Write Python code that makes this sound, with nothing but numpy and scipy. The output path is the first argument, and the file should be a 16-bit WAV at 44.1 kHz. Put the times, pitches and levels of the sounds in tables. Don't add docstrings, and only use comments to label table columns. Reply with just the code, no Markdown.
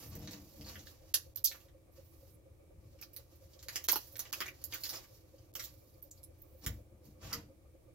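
import sys
import numpy as np
from scipy import signal
from scipy.io import wavfile
from scipy.ndimage import uniform_filter1d

SR = 44100
rng = np.random.default_rng(int(sys.argv[2]) if len(sys.argv) > 2 else 0)


def gain_from_db(level_db):
    decades = np.asarray(level_db, float) / 20
    return 10 ** decades


def dump(signal):
    limited = np.clip(np.atleast_2d(signal).T, -1, 1)
    pcm = np.round(limited * 32767).astype(np.int16)
    wavfile.write(sys.argv[1], SR, pcm)


N = 350154

# time in seconds, peak in dB, thickness as 1.2-3 kHz in dB re peak,
# sharp edge as the part over 9.5 kHz in dB re peak.
CLEAN_SNAPS = [(0.3329, -37, -10.5, -4), (0.7559, -48, 5, 2), (1.4514, -27, -45, -21.5),
               (3.0294, -67, -14, -11), (3.164, -39.5, -14, 9.5), (3.5922, -42, -26, -25),
               (3.685, -28, -7.5, -3), (3.7512, -48, -13, -22.5), (3.7586, -20.5, -9, -1.5),
               (3.9043, -59, -0.5, 5), (3.9216, -34, -7, 17), (4.0334, -45, -31, -15),
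               (4.6401, -37, -14.5, 12), (5.5388, -48, -28, 5), (6.177, -56, -34, -25.5),
               (6.6639, -25.5, -8.5, 5)]
SPLITS = [(0.31, -41, -15, -1), (1.1417, -15.5, -25, -8), (1.3589, -41, -16, 8.5), (1.3656, -54, -14, 1),
          (1.4434, -27.5, -32, 16), (1.4734, -23, -58, -19), (1.544, -46.5, -4, -12),
          (3.0133, -46.5, -17, 10.5), (3.027, -40.5, -12, -1), (3.534, -49, -22, -19),
          (3.6277, -41, -17.5, -0.5), (3.841, -37.5, -13, 6), (3.8861, -17, -10.5, -0.5),
          (3.9152, -38.5, -21, 5.5), (4.007, -44, -48, -14), (4.1267, -76, 8, 34.5), (4.156, -39, -7.5, -2),
          (4.1669, -58.5, -32, 25), (4.193, -28, -18, 5), (4.459, -42.5, 2, 3), (4.48, -41, -4, 2),
          (4.7246, -33.5, -7.5, -16), (4.737, -36, -15, 6), (4.747, -36.5, -8, -22),
          (5.5528, -36, -12.5, 5.5), (5.647, -41, -37, -4), (5.689, -54, -23, -5), (6.232, -54, -28, 13.5)]
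CRUNCHES = [(0.7926, -44.5, -17, -28), (0.8703, -46.5, -11, -3), (1.3723, -44, -19, -20),
            (1.4496, -21.5, -64, 2), (1.604, -61.5, -4, 3), (2.989, -60, -4, -6), (3.133, -62, -12, 17),
            (3.6034, -60, -17, -8), (4.0734, -62, -25, 16), (4.3807, -62, -17, 4), (4.6155, -54.5, -7, 3),
            (4.8358, -36.5, -12, 1), (4.8542, -36.5, -13.5, -19), (4.8924, -32, -15, 2),
            (5.04, -61, -2, -5), (5.146, -59, -27, -1), (5.382, -63, -14, -28), (5.595, -37, -7.5, 0),
            (5.6046, -64, -10, 1), (5.6237, -45.5, -27, 7), (5.6386, -42, -26, 3), (7.329, -31, -9.5, -0.5),
            (7.333, -57, -9, -6)]
KNOCKS = [(0.153, -46.5, -11, 10.5), (0.2746, -36.5, -7, -17), (0.611, -41.5, -11, -8),
          (1.5148, -35.5, -4, -11), (1.685, -61, -1, -15), (3.8937, -37.5, 1, 2), (3.9318, -25, -10, -7),
          (3.9581, -27, -10.5, 7), (4.254, -42.5, -4, -20), (4.3284, -25.5, -11.5, 3.5),
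          (4.405, -27.5, -5.5, 1.5), (4.4162, -38.5, 7.5, -16.5)]
# hollow body in dB re peak, share of the thickness that the body follows,
# splintering in dB re peak.
FRACTURE_KINDS = [
    (-18.5, 0.34, -32),
    (-6.5, 0.96, -18),
    (-33, 0.23, -12.5),
    (-7.5, 0.35, -25.5),
]
# low edge in Hz, high edge in Hz, basin t60 in seconds.
SHELL_BANDS = [
    (228.5, 1180, 0.18),
    (1210, 3420, 0.14),
    (3780, 7590, 0.093),
    (9300, 19000, 0.067),
]
# time in seconds, peak in dB, pitch in Hz, # splintering in dB re peak.
CHIPS = [(0.19, -57, 13200, -14), (0.645, -58.5, 4450, -13), (0.667, -56, 4500, -12),
         (0.7558, -60, 1820, -16), (0.8711, -60, 1660, -36), (.683, -52, 4400, -14),
         (1.143, -26, 10900, -21), (1.148, -33, 11900, -24), (1.36, -38, 13500, -10.5),
         (6.664, -43.5, 9300, -12), (3.025, -55.5, 2480, -28), (3.357, -68, 13600, -12),
         (3.839, -53, 14900, -28), (3.896, -42.5, 2110, -27), (3.898, -51.5, 310, -24),
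         (3.9305, -46, 930, -26), (3.9572, -48.5, 310, -5), (3.9574, -44.5, 910, -28),
         (3.958, -46, 1300, -31), (4.33, -51, 1140, -16), (4.335, -47, 2550, -18),
         (4.9544, -51.5, 5100, -3), (4.956, -49.5, 12400, -7), (5.0457, -68, 5300, -14),
         (5.0936, -68.5, 5200, -24), (7.23, -66.5, 1280, -17), (7.318, -54, 1250, -13),
         (7.345, -54.5, 1290, -12), (6.639, -59, 5520, -8), (3.894, -46, 13400, -32),
         (3.904, -35, 13000, -33.5), (3.9165, -28, 13740, -42), (3.9211, -22, 14130, -36),
         (4.408, -48.5, 1144, -15), (4.42, -51.5, 1190, -15), (4.465, -48, 6700, -29),
         (4.481, -49, 2360, -8), (4.732, -48, 2370, -5), (4.741, -40, 14600, -6), (4.856, -51, 4860, -5),
         (4.970, -47.5, 5230, -13.5), (5.553, -50.5, 3070, -10.5), (5.646, -48, 15300, -17),
         (5.939, -73, 4960, -5), (6.026, -48.5, 14100, -14), (6.113, -59.5, 13100, -13),
         (6.112, -49.5, 7100, -13), (6.237, -49, 9540, -6), (6.418, -55, 14600, -7)]
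# start in seconds, length in seconds, level in dB, brightness in dB.
RUBS = [(0.0, 0.057, -52.5, 3.5), (.12, 0.075, -57, 2.5), (.22, 0.14, -57, 2.5), (.4, 0.31, -63.5, 7),
        (.665, 0.038, -49.5, 2), (.72, 0.19, -61, 5.5), (.85, 0.25, -69, 3.5), (1.48, 0.024, -63, 9),
        (1.58, 0.063, -68.5, 5), (1.96, 0.015, -64.5, 2.5), (2.05, 0.24, -72, 6), (2.8, 0.62, -76.5, 4),
        (3.17, 0.028, -65.5, 4), (3.31, .13, -71, 6), (3.51, 0.27, -67, 5.5), (3.72, 0.045, -52, 4.5),
        (3.98, 0.14, -61.5, 9), (4.18, 0.16, -60, 2), (4.36, 0.067, -52, 4.5), (4.52, 0.14, -67.5, 4.5),
        (4.7, 0.086, -53.5, 6.5), (4.8, 0.084, -52.5, 10), (4.93, 0.019, -46.5, 3), (5.03, 0.14, -68, 7.5),
        (5.2, 0.27, -74, 5), (5.56, 0.11, -58.5, 6), (5.7, 0.495, -73.5, 10.5), (6.3, 0.27, -77.5, 2.5),
        (6.635, 0.033, -54.5, 3.5), (6.72, 0.058, -77, 7), (7.05, 0.019, -64.5, 7.5), (7.23, 0.12, -53, -1)]

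# time in seconds, peak in dB.
THUDS = [
    (0.597, -43),
    (0.61, -42.5),
    (1.989, -52),
    (2.744, -54),
    (2.78, -49.5),
    (6.666, -27.5),
    (7.085, -45),
    (7.236, -46),
    (7.252, -41.5),
    (7.376, -43),
]
# start in seconds, length in seconds, level in dB,
# grit as upper modes re lower in dB.
DRAGS = [(0.0, 0.099, -50.5, -11), (.12, 0.11, -42.5, -12), (.27, 0.1, -49.5, -3), (.42, 0.036, -60, -21),
         (.6, 0.0073, -64.5, 10.5), (.7, 0.11, -55.5, -8), (2.74, 0.12, -56, -20.5),
         (6.66, 0.032, -48.5, -3.5), (6.92, 0.023, -57, -12), (7.07, 0.033, -53.5, -11.5),
         (7.23, 0.05, -49.5, -11), (7.34, 0.032, -61.5, 9.5)]
# pitch in Hz, height in dB, t60 in seconds.
PAN_LOW = [(63, -3, 0.56), (89.9, -2.5, 0.386), (110.95, -4.5, 0.52), (145.6, 1.5, 0.135)]
PAN_HIGH = [(205, 7, 0.1), (234, 0.5, 0.064), (292, 5.5, 0.098), (466, -1, 0.12), (616, -5, 0.077)]

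# speed curve of (seconds, whine in Hz), level in dB.
FOCUS_RUNS = [
    ([(-.3, 10500), (.02, 10350), (.045, 10050), (.075, 9300), (.09, 8580), (.115, 7950)], -60),
    ([(1.92, 8060), (1.96, 8900), (2.0, 9350), (2.05, 9700), (2.11, 10100), (2.14, 10450), (2.205, 11450), (2.285, 9850), (2.365, 8000)], -73),
    ([(6.38, 8060), (6.405, 8700), (6.46, 9700), (6.54, 10200), (6.575, 9850), (6.68, 9800), (6.72, 8800), (6.765, 7800)], -73),
]
# multiple of the whine, level in dB, engages in seconds after the start.
GEARS = [(1.0, 5, .16), (1.25, 0, .2), (1.42, 2, .13), (1.55, 3, 0.0)]

# pitch in Hz, density in dB per Hz.
ROOM_SPECTRUM = [(15, -54), (25, -14.5), (43, -9.5), (92, 1.5), (166, -25.5), (344, -22), (384, -21.5),
                 (531, -20.5), (962, -41), (1130, -49.5), (1370, -65.5), (1480, -37), (4250, -42),
                 (13600, -40.5), (16000, -57)]
# pitch in Hz, width in Hz, rms in dB, swell on the first and second beat in dB.
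HUM = [(320.8, 63, -72, 3.5, 3), (533, 56, -75, 12.8, 9), (695, 600, -85.5, 4.8, 3),
       (1172, 180, -87.5, 1, 7), (2308, 250, -88.5, 3, 4.1)]
# pitch in Hz, left-right likeness.
LIKENESS = [(60, 1), (180, 0.77), (550, 0.43), (1650, -0.2), (4970, 0.1), (15000, -0.07)]
# pitch in Hz, left minus right in dB.
MIC_BALANCE = [(60, 5), (180, -7.5), (550, -1), (1650, 1), (4970, -1.5), (15000, -2.5)]
# start in seconds, end in seconds, kept below in Hz.
DULL_MOMENTS = [(1.130, 1.138, 60), (1.340, 1.347, 1200), (1.365, 1.370, 100), (1.433, 1.439, 60),
                (3.872, 3.880, 60), (4.151, 4.155, 4000), (4.174, 4.180, 1000), (4.312, 4.321, 800),
                (4.731, 4.734, 6500), (5.530, 5.534, 9000), (5.520, 5.528, 1200), (5.544, 5.549, 60),
                (6.101, 6.107, 900), (6.657, 6.661, 100), (6.012, 6.017, 2500), (7.320, 7.324, 3500)]

LEAD, BURST = 160, 2200


def rms_one(x):
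    return x / np.sqrt(np.mean(x ** 2) + 1e-20)


def at_hz(points, hz):
    points_hz, values = np.transpose(points)
    return np.interp(np.log(hz), np.log(points_hz), values)


def band(x, low_hz, high_hz):
    return signal.sosfilt(signal.butter(2, [low_hz, high_hz], "band", fs=SR, output="sos"), x + 1e-18)


def drift(rate_hz):
    r = np.exp(-80 * np.pi * rate_hz / SR)
    slow = signal.lfilter([1], [1, -2 * r, r * r], rng.standard_normal(N // 40 + 2002))
    slow = rms_one(slow[2000:])
    return np.interp(np.arange(N) / 40, np.arange(len(slow)), slow)


def resonance(x, hz, width_hz):
    r = np.exp(-np.pi * width_hz / SR)
    poles = [1, -2 * r * np.cos(2 * np.pi * hz / SR), r * r]
    return signal.lfilter(np.array([1, 0, -1]) * (1 - r * r) / 2, poles, x)


def double_resonance(x, hz, width_hz):
    return resonance(resonance(x, hz, width_hz), hz, width_hz)


def strokes(rows, rise_db_s, fall_db_s, tilts):
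    t, power = np.arange(0, N + 64, 64) / SR, 0
    for start, length, db, colour_db in rows:
        early, late = np.maximum(start - t, 0), np.maximum(t - start - length, 0)
        shape_db = db - rise_db_s * early - fall_db_s * late
        power = power + gain_from_db(shape_db + colour_db * np.array(tilts)[:, None]) ** 2
    return [np.interp(np.arange(N) / SR, t, np.sqrt(row)) for row in power]


def fractures(splinter_db):
    t, shape = (np.arange(BURST) - LEAD) / SR, (len(splinter_db), BURST)
    noise = rng.standard_normal(shape)
    click = noise * np.where(t < 0, gain_from_db(-38.0), gain_from_db(-60 * t / .001))
    clumps = gain_from_db(5.0 * rng.standard_normal((shape[0], BURST // 20))).repeat(20, axis=1)
    fade = np.clip(t / 0.00075, 0, 1) * gain_from_db(-60 * t / 0.038)
    return click, noise * clumps * fade * gain_from_db(splinter_db)[:, None]


def plate_colour(bursts, lags):
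    earlier = np.maximum(np.arange(BURST) - lags[:, None], 0)
    return bursts + 0.51 * np.take_along_axis(bursts, earlier, axis=1)


def place(times, bursts):
    out = np.zeros(N + BURST)
    first = np.round(times * SR).astype(int)[:, None] - LEAD
    np.add.at(out, first + np.arange(BURST), bursts)
    return out[:N]


def snapping():
    kinds = [CLEAN_SNAPS, SPLITS, CRUNCHES, KNOCKS]
    s, peak_db, mid_db, edge_db = np.transpose(np.concatenate(kinds))
    hollow_db, follows, splinter_db = np.repeat(FRACTURE_KINDS, [len(rows) for rows in kinds], axis=0).T
    colour_db = [hollow_db + follows * mid_db, mid_db + 0.5, 2.5, edge_db + 0.5]
    lags = (rng.uniform(.0001, .0007, len(s)) * SR).astype(int)
    click, splinter = [plate_colour(part, lags) for part in fractures(splinter_db)]
    layers = []
    for (low_hz, high_hz, _), snap_db in zip(SHELL_BANDS, colour_db):
        height = np.abs(band(click, low_hz, high_hz)).max(axis=1)
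        bursts = click / height[:, None] + splinter / np.median(height)
        snaps = band(place(s, gain_from_db(peak_db + snap_db)[:, None] * bursts), low_hz, high_hz)
        layers.append(band(snaps, low_hz * .8, high_hz * 1.05))
    return layers


def rubbing():
    low, mid, high = strokes(RUBS, 573, 241, [-1, 0, 1])
    gains = [low * gain_from_db(-5.5), low * gain_from_db(-9.5), mid * gain_from_db(-2.5), high * gain_from_db(-9.5)]
    grains = gain_from_db(4.5 * np.minimum(rng.exponential(1, N), 5)) * rng.choice([-1, 1], N)
    grains *= rng.random(N) < 4000 * gain_from_db(3.5 * drift(25)) / SR
    return [rms_one(band(grains, low_hz, high_hz)) * gain * gain_from_db(-4.0)
            for (low_hz, high_hz, _), gain in zip(SHELL_BANDS, gains)]


def chips():
    s, peak_db, pitch_hz, splinter_db = np.transpose(CHIPS)
    bursts = sum(fractures(splinter_db))
    pings = np.array([double_resonance(row, hz, 0.15 * hz + 120) for row, hz in zip(bursts, pitch_hz)])
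    return place(s, (gain_from_db(peak_db + 10.5) / np.abs(pings).max(axis=1))[:, None] * pings)


def basin(x, t60, wet_db, kitchen_db, lag=1):
    t = np.arange(int(.45 * SR)) / SR
    clumps = gain_from_db(3.07 * rng.standard_normal((2, len(t) // 32 + 1))).repeat(32, axis=1)[:, :len(t)]
    echoes = rng.standard_normal((2, len(t))) * clumps
    fade = gain_from_db(-60 * t / t60) + gain_from_db(kitchen_db - 60 * t / 0.36)
    response = gain_from_db(wet_db) * echoes * fade * np.clip(t / 0.004, 0, 1)
    response[0, lag] += 1
    response[1, 0] += 1
    return signal.oaconvolve(x[None], response, axes=1)[:, :N]


def shell():
    out = basin(chips(), 0.082, -27.0, kitchen_db=-26.5)
    wets_db = [-27.0, -19.5, -23, -20.0]
    for (low_hz, _, t60), snaps, rubs, wet_db in zip(SHELL_BANDS, snapping(), rubbing(), wets_db):
        lag = 2 if low_hz < 5000 else 1
        out += basin(snaps + rubs, t60, wet_db, kitchen_db=-22, lag=lag)
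    return out * gain_from_db([[-1.2], [1.2]])


def ring(x, modes):
    out = 0
    for hz, db, t60 in modes:
        r, w = gain_from_db(-60 / (t60 * SR)), 2 * np.pi * hz / SR
        out = out + signal.lfilter([0, gain_from_db(db) * np.sin(w)], [1, -2 * r * np.cos(w), r * r], x + 1e-18)
    return out


def pan():
    blows = np.zeros(N)
    for s, db in THUDS:
        blows[round(s * SR)] = gain_from_db(db)
    blows = np.convolve(blows, np.hanning(200) / 100)[:N]
    low, high = strokes(DRAGS, 483, 131.5, [0, 1])
    rough = rng.standard_normal(N) * gain_from_db(2.0 * drift(54))
    sound = gain_from_db(-7.5) * ring(blows, PAN_LOW) + gain_from_db(-16.0) * ring(blows, PAN_HIGH)
    sound += low * gain_from_db(-6.0) * rms_one(ring(rough, PAN_LOW[1:]))
    sound += high * gain_from_db(2.0) * rms_one(ring(rough, PAN_HIGH))
    return band(sound, 49, 1800) * gain_from_db([[0.8], [-0.8]])


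def lens_motor():
    t, out = np.arange(N) / SR, 0
    flickers = [gain_from_db(4.5 * drift(16)) for _ in GEARS]
    hiss = gain_from_db(10) * rng.standard_normal(N)
    wobble = 1 + .004 * drift(150)
    for spin, db in FOCUS_RUNS:
        start, end = spin[0][0], spin[-1][0]
        turns = 2 * np.pi * np.cumsum(np.interp(t, *np.transpose(spin)) * wobble) / SR
        whine = 0
        for (multiple, gear_db, engage), flicker in zip(GEARS, flickers):
            engaged = np.clip((t - start - engage) / 0.017 + 1, 0, 1)
            whine = whine + gain_from_db(gear_db) * flicker * engaged * np.sin(multiple * turns)
        running = np.clip(np.minimum(t - start, end - t) / 0.014 + .5, 0, 1)
        out = out + gain_from_db(db) * running * (whine + hiss)
    return resonance(out, 13600, 2150) * gain_from_db([[-16], [0]])


def stereo_noise(white, hz):
    alike = np.clip(at_hz(LIKENESS, hz), -1, 1)
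    pair = np.sqrt(1 + alike) * white[0] + np.sqrt(1 - alike) * white[1] * [[1], [-1]]
    return pair * gain_from_db(at_hz(MIC_BALANCE, hz) * np.array([[.5], [-.5]]))


def appliances():
    turn_s, beats_s, rise_s, fall_s = .24, np.array([.07, .21]), 0.014, .022
    since = (np.arange(N) / SR - beats_s[:, None] + turn_s / 2) % turn_s - turn_s / 2
    first, second = np.exp(-.5 * (since / np.where(since < 0, rise_s, fall_s)) ** 2)
    out = 0
    for hz, width_hz, db, first_db, second_db in HUM:
        narrow = double_resonance(rng.standard_normal((2, N)), hz, width_hz)
        level_db = db + first_db * first + second_db * second + 1.5 * drift(26.0)
        out = out + gain_from_db(level_db) * rms_one(stereo_noise(narrow, hz))
    return out


def room_tone():
    out, edges = 0, 22 * 2 ** np.arange(0, 9.6, .5)
    white = rng.standard_normal((2, 2, N))
    for k, (low, high) in enumerate(zip(edges, edges[1:])):
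        hz = np.sqrt(low * high)
        patch_db = (2.0 if hz < 1500 else 0.4) * drift(13.5)
        out = out + gain_from_db(at_hz(ROOM_SPECTRUM, hz) + patch_db) * stereo_noise(band(white[k % 2], low, high), hz)
    return gain_from_db(-60.5) * rms_one(out)


def microphone(x):
    x = x - .82 * resonance(x, 8700, 2200)
    port = double_resonance(x, 13300, 6000)
    return x + (gain_from_db([[-3.5], [6.5]]) - 1) * port


def starve(x):
    out = x.copy()
    for start, end, keep_hz in DULL_MOMENTS:
        a, b = round(start * SR) - 2000, round(end * SR) + 2000
        kept = signal.sosfiltfilt(signal.butter(4, keep_hz, fs=SR, output="sos"), x[:, a:b])
        inside = uniform_filter1d(np.pad(np.ones(b - a - 4000), 2000), size=60)
        out[:, a:b] += inside * (kept - x[:, a:b])
    return out


def scene():
    return microphone(shell()) + pan() + lens_motor() + appliances() + room_tone()


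def low_pass(x):
    return signal.sosfilt(signal.butter(12, 16810, fs=SR, output="sos"), x)


def record(dry):
    cut = signal.sosfilt(signal.ellip(8, .5, 40, 15850, fs=SR, output="sos"), dry)
    return low_pass(starve(cut))


dry = scene()
out = record(dry)
dump(out)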